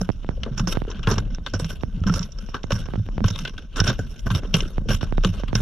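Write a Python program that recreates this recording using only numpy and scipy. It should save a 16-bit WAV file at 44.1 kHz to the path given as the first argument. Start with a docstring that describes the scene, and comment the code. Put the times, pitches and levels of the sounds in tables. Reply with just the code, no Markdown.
"""Rocky reef under water: a diver rakes a steel hook over rock and levers sea urchins into a net.
Scrapes and knocks are grains and noise driven through the resonances of a small sealed housing with two microphones.
Blows thud the housing as sagging sines; freed air gulps as short sines of climbing pitch.
Bubbles slipping in the ports pop: filtered pressure steps, smeared into quick chirps by an all-pass.
Swell on the membranes is resonant noise near 30 Hz under lumpy band noise."""
import sys
import numpy as np
from scipy import signal
from scipy.io import wavfile

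SR = 44100
rng = np.random.default_rng(int(sys.argv[2]) if len(sys.argv) > 2 else 0)


def how_loud(loudness_db):
    """Turn decibels into a plain amplitude multiplier (0 dB gives 1, 20 dB gives 10)."""
    steps = np.asarray(loudness_db, float) / 20
    return 10 ** steps


def dump(signal):
    """Clip the signal to [-1, 1] and save it as 16-bit WAV at the path in sys.argv[1]."""
    limited = np.clip(np.atleast_2d(signal).T, -1, 1)
    pcm = np.round(limited * 32767).astype(np.int16)
    wavfile.write(sys.argv[1], SR, pcm)


N = 247401
MID_TO_LR = np.array([[1], [1]])
SIDE_TO_LR = np.array([[1], [-1]])


def rms_one(x):
    """Scale to rms 1."""
    return x / np.sqrt(np.mean(x ** 2) + 1e-20)


def drift(corner_hz):
    """Slow random wander of rms 1: noise through two equal poles, run at SR / 40."""
    r = np.exp(-2 * np.pi * corner_hz * 40 / SR)
    run_in = 2000
    noise = rng.standard_normal(N // 40 + 2 + run_in)
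    slow = rms_one(signal.lfilter([1], [1, -2 * r, r * r], noise)[run_in:])
    return np.interp(np.arange(N) / 40, np.arange(len(slow)), slow)


def resonance(x, hz, width_hz):
    """Two-pole resonance, gain 1 on top."""
    r = np.exp(-np.pi * width_hz / SR)
    zeros = np.array([1, 0, -1]) * (1 - r * r) / 2
    poles = [1, -2 * r * np.cos(2 * np.pi * hz / SR), r * r]
    return signal.lfilter(zeros, poles, x)


def spread(mid, side, unlike):
    """Left and right from a common part and an opposed part."""
    return mid * MID_TO_LR + unlike * side * SIDE_TO_LR


# surge of the swell on the membranes: (time [s], level [dB])
SURGE = [(0.0, -31), (1.29, -28), (1.45, -35), (2.16, -26), (2.19, -34), (2.97, -28.5), (3.03, -37),
         (3.16, -25.5), (3.72, -39.5), (3.81, -25.5), (4.22, -33.5), (4.27, -17), (4.39, -32),
         (4.64, -20.5), (4.73, -31), (4.78, -23.5), (5.48, -27), (5.61, -19)]
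# turbulence spectrum, relative: (frequency [Hz], density [dB per Hz])
CHURN_SPECTRUM = [(32, -30), (55, 5), (86, -2), (206, -5.5), (318, -37), (468, -22.5), (570, -33),
                  (704, -44), (900, -49), (1170, -62), (1980, -120)]


def swell(surge_unlike, churn_unlike, lumpy_db):
    """Surge near 30 Hz and lumpy turbulence above it, stirred by surge and working arm."""
    mean_churn_db, churn_per_surge = -35, 0.88    # share of the surge's dB swing
    stir_per_drag, stir_lag_s = 0.16, 0.016       # share of the drag's dB swing
    surge_db = np.interp(np.arange(N) / SR, *np.transpose(SURGE))
    r = np.exp(-1 / (stir_lag_s * SR))
    lagged_drag = signal.lfilter([1 - r], [1, -r], strokes()[0])
    drag_db = 20 * np.log10(lagged_drag + 1e-4)
    churn_db = mean_churn_db + churn_per_surge * (surge_db - surge_db.mean())
    churn_db += stir_per_drag * (drag_db - drag_db.mean())

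    white = rng.standard_normal((3, 2, N + SR))    # one second of run-in
    rumble = resonance(resonance(white[2], hz=30, width_hz=19.7), hz=31.7, width_hz=21.3)
    mid, side = rms_one(rumble)[:, SR:]
    surge = spread(mid, side, surge_unlike)

    table_hz, table_db = np.transpose(CHURN_SPECTRUM)
    edges_hz = 55 * 2 ** np.arange(0, 4.1, .5)     # half octaves
    shared_lumps = drift(14)
    churn = np.zeros((2, N))
    for k, (low_hz, high_hz) in enumerate(zip(edges_hz, edges_hz[1:])):
        band = signal.butter(2, [low_hz, high_hz], "band", fs=SR, output="sos")
        mid, side = signal.sosfilt(band, white[k % 2])[:, SR:]
        density_db = np.interp(np.log(low_hz * high_hz) / 2, np.log(table_hz), table_db)
        lumps_db = lumpy_db * (shared_lumps + 0.48 * drift(17.6))
        churn += how_loud(density_db + lumps_db) * spread(mid, side, churn_unlike)
    return how_loud(surge_db) * surge + how_loud(churn_db) * rms_one(churn)


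# air pockets shaken loose from net, rock and suit: (time [s], level [dB], starting pitch [Hz])
GULPS = [(0.016, -18.5, 500), (0.377, -23.5, 490), (0.4, -36, 477), (0.46, -44, 298), (0.486, -25, 470),
         (0.705, -41, 415), (0.878, -15.5, 410), (0.899, -21, 403), (1.117, -15, 348), (1.537, -25, 310),
         (2.098, -26, 400), (2.289, -34, 550), (2.389, -33, 510), (2.543, -35, 375), (2.707, -9.5, 535),
         (4.27, -40, 540), (4.431, -20, 360), (4.45, -18, 420), (4.625, -16.5, 370), (4.656, -20, 324),
         (4.857, -22.5, 436), (5.264, -15.5, 315)]


def gulps(t60_s, climb_per_s):
    """A freed bubble rings a few cycles, its pitch climbing as it rises."""
    out = np.zeros(N)
    t = np.arange(round(t60_s * SR)) / SR
    for start_s, level_db, hz in GULPS:
        i = round(start_s * SR)
        envelope = how_loud(level_db - 60 * t / t60_s) * (1 - np.exp(-t / 0.002))
        ring = envelope * np.sin(2 * np.pi * hz * (t + climb_per_s / 2 * t ** 2))
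        out[i:i + len(t)] += ring[:N - i]
    return out


# bubbles slipping in a microphone port: (time [s], pressure step [dB], port [0 right, 1 front])
POPS = [(0.091, -6, 0), (0.1011, -12, 0), (0.246, -17.5, 1), (0.2905, -9, 0), (0.7715, -7, 0),
        (0.819, -13.5, 0), (0.851, -23.5, 0), (1.1737, -20, 0), (1.3843, -20.5, 1), (1.835, -10, 0),
        (2.4889, -23.5, 0), (2.641, -15, 0), (2.887, -20, 0), (2.937, -15, 0), (2.9424, -21, 0),
        (2.957, -16.5, 0), (3.0885, -16.5, 1), (3.1805, -9, 1), (3.2055, -16, 0), (3.8154, -11, 0),
        (4.435, -18, 1), (4.7813, -10.5, 0), (5.0308, -11.5, 0), (5.1246, -11.5, 0), (5.181, -7.5, 0),
        (5.4358, -13.5, 0), (5.5305, -10, 0), (5.6035, -22, 0)]
# two kinds of pop, by port: (rise [Hz], leak [Hz], all-pass smear [Hz], left gain [dB], right gain [dB])
POP_KINDS = [(1050, 87, 190, -12, 7), (1330, 44, 480, 0.5, -2.5)]


def pops(membrane_hz):
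    """A pressure step leaks away; an all-pass smears it into a quick chirp, treble first, bass last."""
    out = np.zeros((2, N))
    for port, (rise_hz, leak_hz, smear_hz, left_db, right_db) in enumerate(POP_KINDS):
        steps = np.full(N, 1e-18)    # keeps the filters off denormals
        for start_s, step_db, where in POPS:
            if round(where) == port:
                steps[round(start_s * SR)] -= how_loud(step_db)
        leak = signal.butter(4, leak_hz, "high", fs=SR, output="sos")
        x = signal.sosfilt(leak, np.cumsum(steps))
        x = signal.lfilter(*signal.butter(1, rise_hz, fs=SR), x)
        x = signal.lfilter(*signal.butter(2, membrane_hz, fs=SR), x)
        r = np.exp(-2 * np.pi * smear_hz / SR)
        for _ in range(2):
            x = signal.lfilter([-r, 1], [1, -r], x)
        out += x * how_loud([[left_db], [right_db]])
    return out


# housing thuds as hook or net jolts the arms: (time [s], level [dB], settled pitch [Hz], t60 [s])
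THUDS = [(0.009, -14.5, 178.6, 0.15), (0.462, -29, 215.5, 0.19), (0.51, -19, 126, 0.17),
         (0.6, -13.5, 123, 0.17), (0.63, -14.5, 170.5, 0.14), (0.674, -15, 177, 0.091),
         (0.732, -27, 78.5, 0.13), (0.88, -22.5, 89, 0.069), (0.949, -24.5, 197, 0.11),
         (1.073, -8.5, 102.6, 0.14), (1.112, -20, 125.2, 0.4), (1.132, -16.5, 85.4, 0.14),
         (1.177, -11.5, 99, 0.11), (1.546, -15, 96, 0.17), (1.621, -17, 144, 0.12), (1.648, -16, 155, 0.13),
         (2.016, -8.5, 86, 0.095), (2.062, -10.5, 187.5, 0.18), (2.098, -10, 165.3, 0.18),
         (2.147, -15, 89, 0.14), (2.2, -18, 170, 0.12), (2.722, -12.5, 110.5, 0.2),
         (2.977, -14.5, 108, 0.24), (2.998, -14, 93, 0.14), (3.216, -11.5, 201, 0.098),
         (3.246, -2.5, 98.7, 0.1), (3.306, -15, 100, 0.14), (3.804, -11.5, 93, 0.2),
         (3.841, -21, 122, 0.17), (3.88, -9, 119, 0.15), (3.992, -14, 102, 0.091), (4.26, -18, 114, 0.12),
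         (4.31, -12.5, 106.2, 0.21), (4.351, -8, 86, 0.086), (4.451, -41, 80, 0.13),
         (4.542, -5, 167.4, 0.09), (4.569, -16.5, 127, 0.12), (4.629, -39, 81, 0.15),
         (4.892, -13.5, 115.3, 0.24), (4.938, -4.5, 82, 0.051), (5.249, -10.5, 180, 0.17),
         (5.287, -14.5, 93.3, 0.22), (5.552, -9, 112, 0.12)]


def thuds(rise_s, sag_s, second_db, pan_db):
    """Each jolt swings the housing a few cycles, pitch sagging as it settles; a second swing dies faster."""
    out = np.zeros(N)
    for start_s, level_db, hz, t60_s in THUDS:
        i = round(start_s * SR)
        t = np.arange(min(N - i, round(t60_s * SR))) / SR
        phase, second_phase = rng.random(2)
        cycles = hz * (t + sag_s * (1 - np.exp(-t / 0.044)))
        partner = 1.7 if hz < 140 else .6    # low and high swing: one leads, the other follows
        swing = np.sin(2 * np.pi * (cycles + phase))
        second = np.sin(2 * np.pi * (partner * cycles + second_phase))
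        swing += how_loud(second_db - 39.0 * t / t60_s) * second
        out[i:i + len(t)] += how_loud(level_db - 60 * t / t60_s) * (1 - np.exp(-t / rise_s)) * swing
    return out * how_loud([[pan_db / 2], [-pan_db / 2]])


# hook over rock: (bite time [s], drag length [s], force [dB], sandiness [dB], weight [dB])
STROKES = [(0.005, 0.012, -50.5, -3.5, 4), (0.433, 0.0078, -44, -24, 5.5), (0.577, 0.017, -39, -5.5, 7),
           (0.673, 0.052, -34.5, -6.5, 1.5), (0.748, 0.012, -57, -33, 11), (0.89, 0.26, -59, -27, 8),
           (1.073, 0.046, -42.5, -5, 8.5), (1.185, 0.0031, -57, -13, -9), (1.35, .005, -65, -21, -10),
           (1.465, .005, -42.5, -17, -9), (1.54, 0.012, -59, -1, 10), (1.596, 0.0081, -53, 4, -5),
           (1.65, 0.085, -49, -7.5, -7), (2.072, 0.074, -51.5, -5, 8.5), (2.14, 0.028, -39.5, -7.5, 0),
           (2.21, 0.049, -49, -12, 3.5), (2.39, 0.15, -67.5, -5, 7), (2.545, 0.013, -54.5, -13, 15.5),
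           (2.709, 0.066, -42.5, -4, 2), (2.86, 0.16, -58.5, -10, 3.5), (3.248, 0.16, -42, -11.5, -3.5),
           (3.455, .006, -46, -34, -3.5), (3.766, 0.022, -38, -11, 6.5), (3.842, 0.035, -34, -13.5, 0.5),
           (3.878, 0.016, -33.5, -16, 1), (3.99, 0.0068, -54, -1, 0), (4.079, 0.035, -60, 0, -18),
           (4.19, 0.017, -68, 10, -2), (4.263, 0.0067, -57.5, 8.5, 13), (4.307, 0.045, -34.5, -9, 1),
           (4.425, 0.018, -60, -12, -3), (4.542, 0.022, -35, -5, 1.5), (4.59, 0.028, -42.5, -13, 5),
           (4.69, 0.01, -50, -14, -3), (4.892, 0.045, -33, -6.5, -5.5), (5.011, 0.037, -48, -12.5, 5),
           (5.237, 0.042, -36, -11.5, -6), (5.33, 0.092, -55, -21, -3), (5.482, 0.026, -52, -17, 1),
           (5.551, .06, -41, -8.5, 0.5)]
# hook brushing rock between strokes, one per resonance family: force [dB]
RESTING_DB = [-59.5, -60, -67.5, -80, -59]


def strokes():
    """Drag force per resonance family: every stroke bites, drags, lifts and trails off."""
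    bite_db_per_s = 1497 * np.array([[1], [1], [1], [1.5], [1]])    # finest grit sets in faster
    lift_db_per_s = 380
    trail_db, trail_db_per_s = -27.5, 75    # loosened sand and spines keep trickling
    t = np.arange(N) / SR
    force = how_loud(RESTING_DB)[:, None] * np.ones(N)
    for bite_s, drag_s, force_db, sand_db, weight_db in STROKES:
        first = max(0, round(bite_s * SR) - SR // 8)
        near = slice(first, round((bite_s + drag_s) * SR) + SR // 2)
        before_s = np.maximum(bite_s - t[near], 0)
        after_s = np.maximum(t[near] - bite_s - drag_s, 0)
        fall = how_loud(-lift_db_per_s * after_s) + how_loud(trail_db - trail_db_per_s * after_s)
        shape = how_loud(-bite_db_per_s * before_s) * fall
        bright_db = 2 + 0.54 * sand_db    # a sandier drag also rings brighter
        shares_db = np.array([0, weight_db, bright_db, sand_db, weight_db - 4])
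        force[:, near] += how_loud(force_db + shares_db)[:, None] * shape
    return force


# hook strikes, spines snapping: (time [s], force [dB], weight [dB], sharpness [dB], t60 [s])
KNOCKS = [(0.0136, -46.5, 19, 27, 0.015), (0.117, -52.5, -6, 13.5, 0.033), (0.306, -51, 15.5, -9, 0.063),
          (0.4337, -17.5, -5, -12, 0.017), (0.4613, -52, 21, -26, 0.077), (0.5782, -39.5, -2, 15, 0.043),
          (0.595, -22, 4, 0.5, 0.028), (0.6729, -27.5, 10.5, 6.5, 0.029), (0.7534, -33, 3, -22, 0.054),
          (0.9018, -47, 12, 13.5, 0.035), (0.9142, -32.5, -11, -13, 0.038), (0.9457, -41, -1, -21, 0.14),
          (1.0304, -30.5, -16, -9, 0.033), (1.072, -24, 7, -3.5, 0.057), (1.1111, -25.5, 8, 1.5, 0.097),
          (1.1819, -16.5, 1.5, -0.5, 0.02), (1.3475, -35.5, 0, 6, 0.013), (1.4633, -18, -1, -15.5, 0.045),
          (1.5369, -33.5, 11, 7.5, 0.072), (1.5953, -34.5, 6.5, -5, 0.083), (1.6448, -22.5, -5, -2, 0.02),
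          (1.703, -36, 3.5, -2.5, 0.031), (1.8095, -36, -10, -19, 0.014), (1.965, -43, -14, -21, 0.02),
          (2.003, -57, -14, 6, 0.018), (2.0373, -35, 8.5, -7, 0.021), (2.067, -30.5, 6.5, -1.5, 0.11),
          (2.0956, -32, 13.5, -5, 0.021), (2.1395, -41.5, -19, 11, 0.16), (2.1727, -40.5, 9, 4, 0.076),
          (2.1927, -20.5, -8, 3.5, 0.014), (2.228, -32, -28, 2, 0.054), (2.3202, -54, -18, 25.5, 0.021),
          (2.3861, -40.5, 3.5, 0, 0.033), (2.463, -51, 0, 11.5, 0.02), (2.5431, -29.5, 5.5, -11, 0.065),
          (2.6326, -29, -11, -1, 0.043), (2.7059, -26, 4, -9, 0.052), (2.7196, -16, -3.5, -2, 0.032),
          (2.7812, -35, 2.5, -21, 0.043), (2.8567, -39.5, 6.5, -9, 0.046), (3.2411, -27, 9, -4, 0.036),
          (3.2812, -27.5, 3.5, 8.5, 0.024), (3.3038, -39, 7, 13, 0.023), (3.389, -31.5, -6, 7, 0.03),
          (3.4509, -16, -0.5, -11, 0.024), (3.494, -42, -10, -5, 0.018), (3.5788, -26, -6.5, -14, 0.039),
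          (3.7592, -27.5, 0, 1, 0.11), (3.7814, -26, -1, -5, 0.02), (3.8017, -15.5, -6, 0.5, 0.027),
          (3.8758, -17.5, -1, -4, 0.055), (3.8987, -30, 10, -12, 0.064), (3.935, -42, -14, 9, 0.018),
          (3.991, -45, 20, 14, 0.035), (4.12, -53, -17, 2, 0.016), (4.14, -62, -22, 2, 0.013),
          (4.1928, -35.5, -10, -3, 0.013), (4.2665, -38, 16, 6, 0.03), (4.3029, -22, 2, -15, 0.036),
          (4.348, -24.5, -2.5, -9, 0.069), (4.4234, -60, 12, -16, 0.4), (4.5409, -11.5, -6, -4.5, 0.026),
          (4.5455, -25, 4.5, -11, 0.09), (4.579, -38, -10, 5, 0.029), (4.6052, -21, -23, -4.5, 0.022),
          (4.8871, -25.5, 5.5, -6, 0.085), (4.9056, -38, 14, 13, 0.092), (5.01, -31.5, 3.5, -14, 0.049),
          (5.1735, -35.5, 6.5, -5, 0.024), (5.236, -41.5, 12.5, 10, 0.097), (5.2473, -14.5, -1, -8, 0.017),
          (5.4819, -31.5, -7, -21, 0.073), (5.553, -12, -2.5, 4.5, 0.023)]


def contact():
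    """Hook force per resonance family: sticking and slipping drag plus decaying knocks."""
    force = strokes() * how_loud(3.44 * drift(28) + 3.53 * drift(89))
    for start_s, force_db, weight_db, sharp_db, t60_s in KNOCKS:
        i = round(start_s * SR)
        t = np.arange(min(N - i, round(t60_s * SR))) / SR
        body_db = -10 + 1.82 * weight_db    # weight rings the body even more than the hollow
        shares_db = np.array([0, weight_db, sharp_db, -36, body_db])
        force[:, i:i + len(t)] += how_loud(force_db + shares_db[:, None] - 60 * t / t60_s)
    return force


def grit(grains_per_s, spread_db, bed):
    """Rock and spine grains catch the steel: random clicks over fine noise; rows mid, side."""
    sizes = how_loud(spread_db * np.minimum(rng.exponential(1, (2, N)), 4))
    signs = rng.choice([-1, 1], (2, N))
    caught = rng.random(N) < grains_per_s / SR
    clicks = rms_one(sizes * signs * caught)
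    return rms_one(clicks + bed * rng.standard_normal((2, N)))


# housing resonances by family, in the order of the force rows:
# (frequency [Hz], width [Hz], level [dB], left re right [dB], left-right unlikeness [0-1])
HOUSING = { "grind": [(2084, 114, -21, -2, 0.57), (2900, 890, -4, 3.5, 0.25), (3640, 440, -11.5, 5.5, 0.44),
           (4360, 200, -22, -2, 0.84)], "hollow": [(1069, 430, -7.5, 2, 0.29), (1340, 190, -10.5, -1.5, 0),
           (1511, 161, -6.5, 0, 0.23)], "bright": [(5549, 605, -6, -13.5, 0.33),
           (6330, 160, -16, -6.5, 0.7), (6970, 176, -23, -12, 0.84)], "grit": [(8200, 2900, -9, -4, 0.8),
           (11050, 2300, -8.5, -2.5, 0.77), (12600, 1500, -16.5, -4, 0.6)],
           "body": [(239.5, 130, -4, -3.5, 0.23), (412, 268, -2.5, -2, 0.09), (544, 224, -8, 3.5, 0.3)]}
# hiss drive, one per resonance family: level [dB]
HISS_DB = [-62, -61, -62.5, -75, -72]


def hook():
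    """The gritty force rings the housing; each resonance reaches the two ports unequally."""
    force = contact()
    grains = [grit(grains_per_s=900, spread_db=5.0, bed=0.98),
              grit(grains_per_s=900, spread_db=4.0, bed=0.91)]
    touches = [round(row[0] * SR) for row in KNOCKS]
    for grain in grains:
        grain[0, touches] += how_loud(15.5)    # first touch of a knock: one hard grain
    hiss = rng.standard_normal((2, 2, N))    # smooth water hiss, coloured by the housing
    out = np.zeros((2, N))
    for push, hiss_db, family in zip(force, HISS_DB, HOUSING.values()):
        for k, (hz, width_hz, level_db, pan_db, unlike) in enumerate(family):
            grip = how_loud(3.35 * drift(15.6))    # where and how the hook bites picks the resonances
            drive = grip * (grains[k % 2] * push + how_loud(hiss_db) * hiss[k % 2])
            once = resonance(drive, hz, width_hz)
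            # stiff walls keep the valleys between resonances deep
            mid, side = resonance(once, hz, 0.88 * width_hz)
            gain = how_loud(level_db + np.array([[.5], [-.5]]) * pan_db)
            gain = gain * np.sqrt(SR / (np.pi * width_hz))    # makes up for narrowness
            out += gain * spread(mid, side, unlike)
    return out


def scene():
    """All sources at the two microphones."""
    scrapes = hook()
    blows = thuds(rise_s=0.0027, sag_s=0.00182, second_db=-4.0, pan_db=-2.0)
    air = pops(membrane_hz=5000) + gulps(t60_s=0.025, climb_per_s=7.2)
    water = swell(surge_unlike=0.22, churn_unlike=0.26, lumpy_db=4.5)
    return scrapes + blows + air + water


def top_cut(x):
    """Nothing passes above the cut-off."""
    return signal.sosfilt(signal.butter(12, 15730, fs=SR, output="sos"), x)


def record(dry):
    """Peaks are gently rounded by a tanh curve."""
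    mix = 0.91 * np.tanh(dry / 0.92)
    return top_cut(mix)


dry = scene()
out = record(dry)
dump(out)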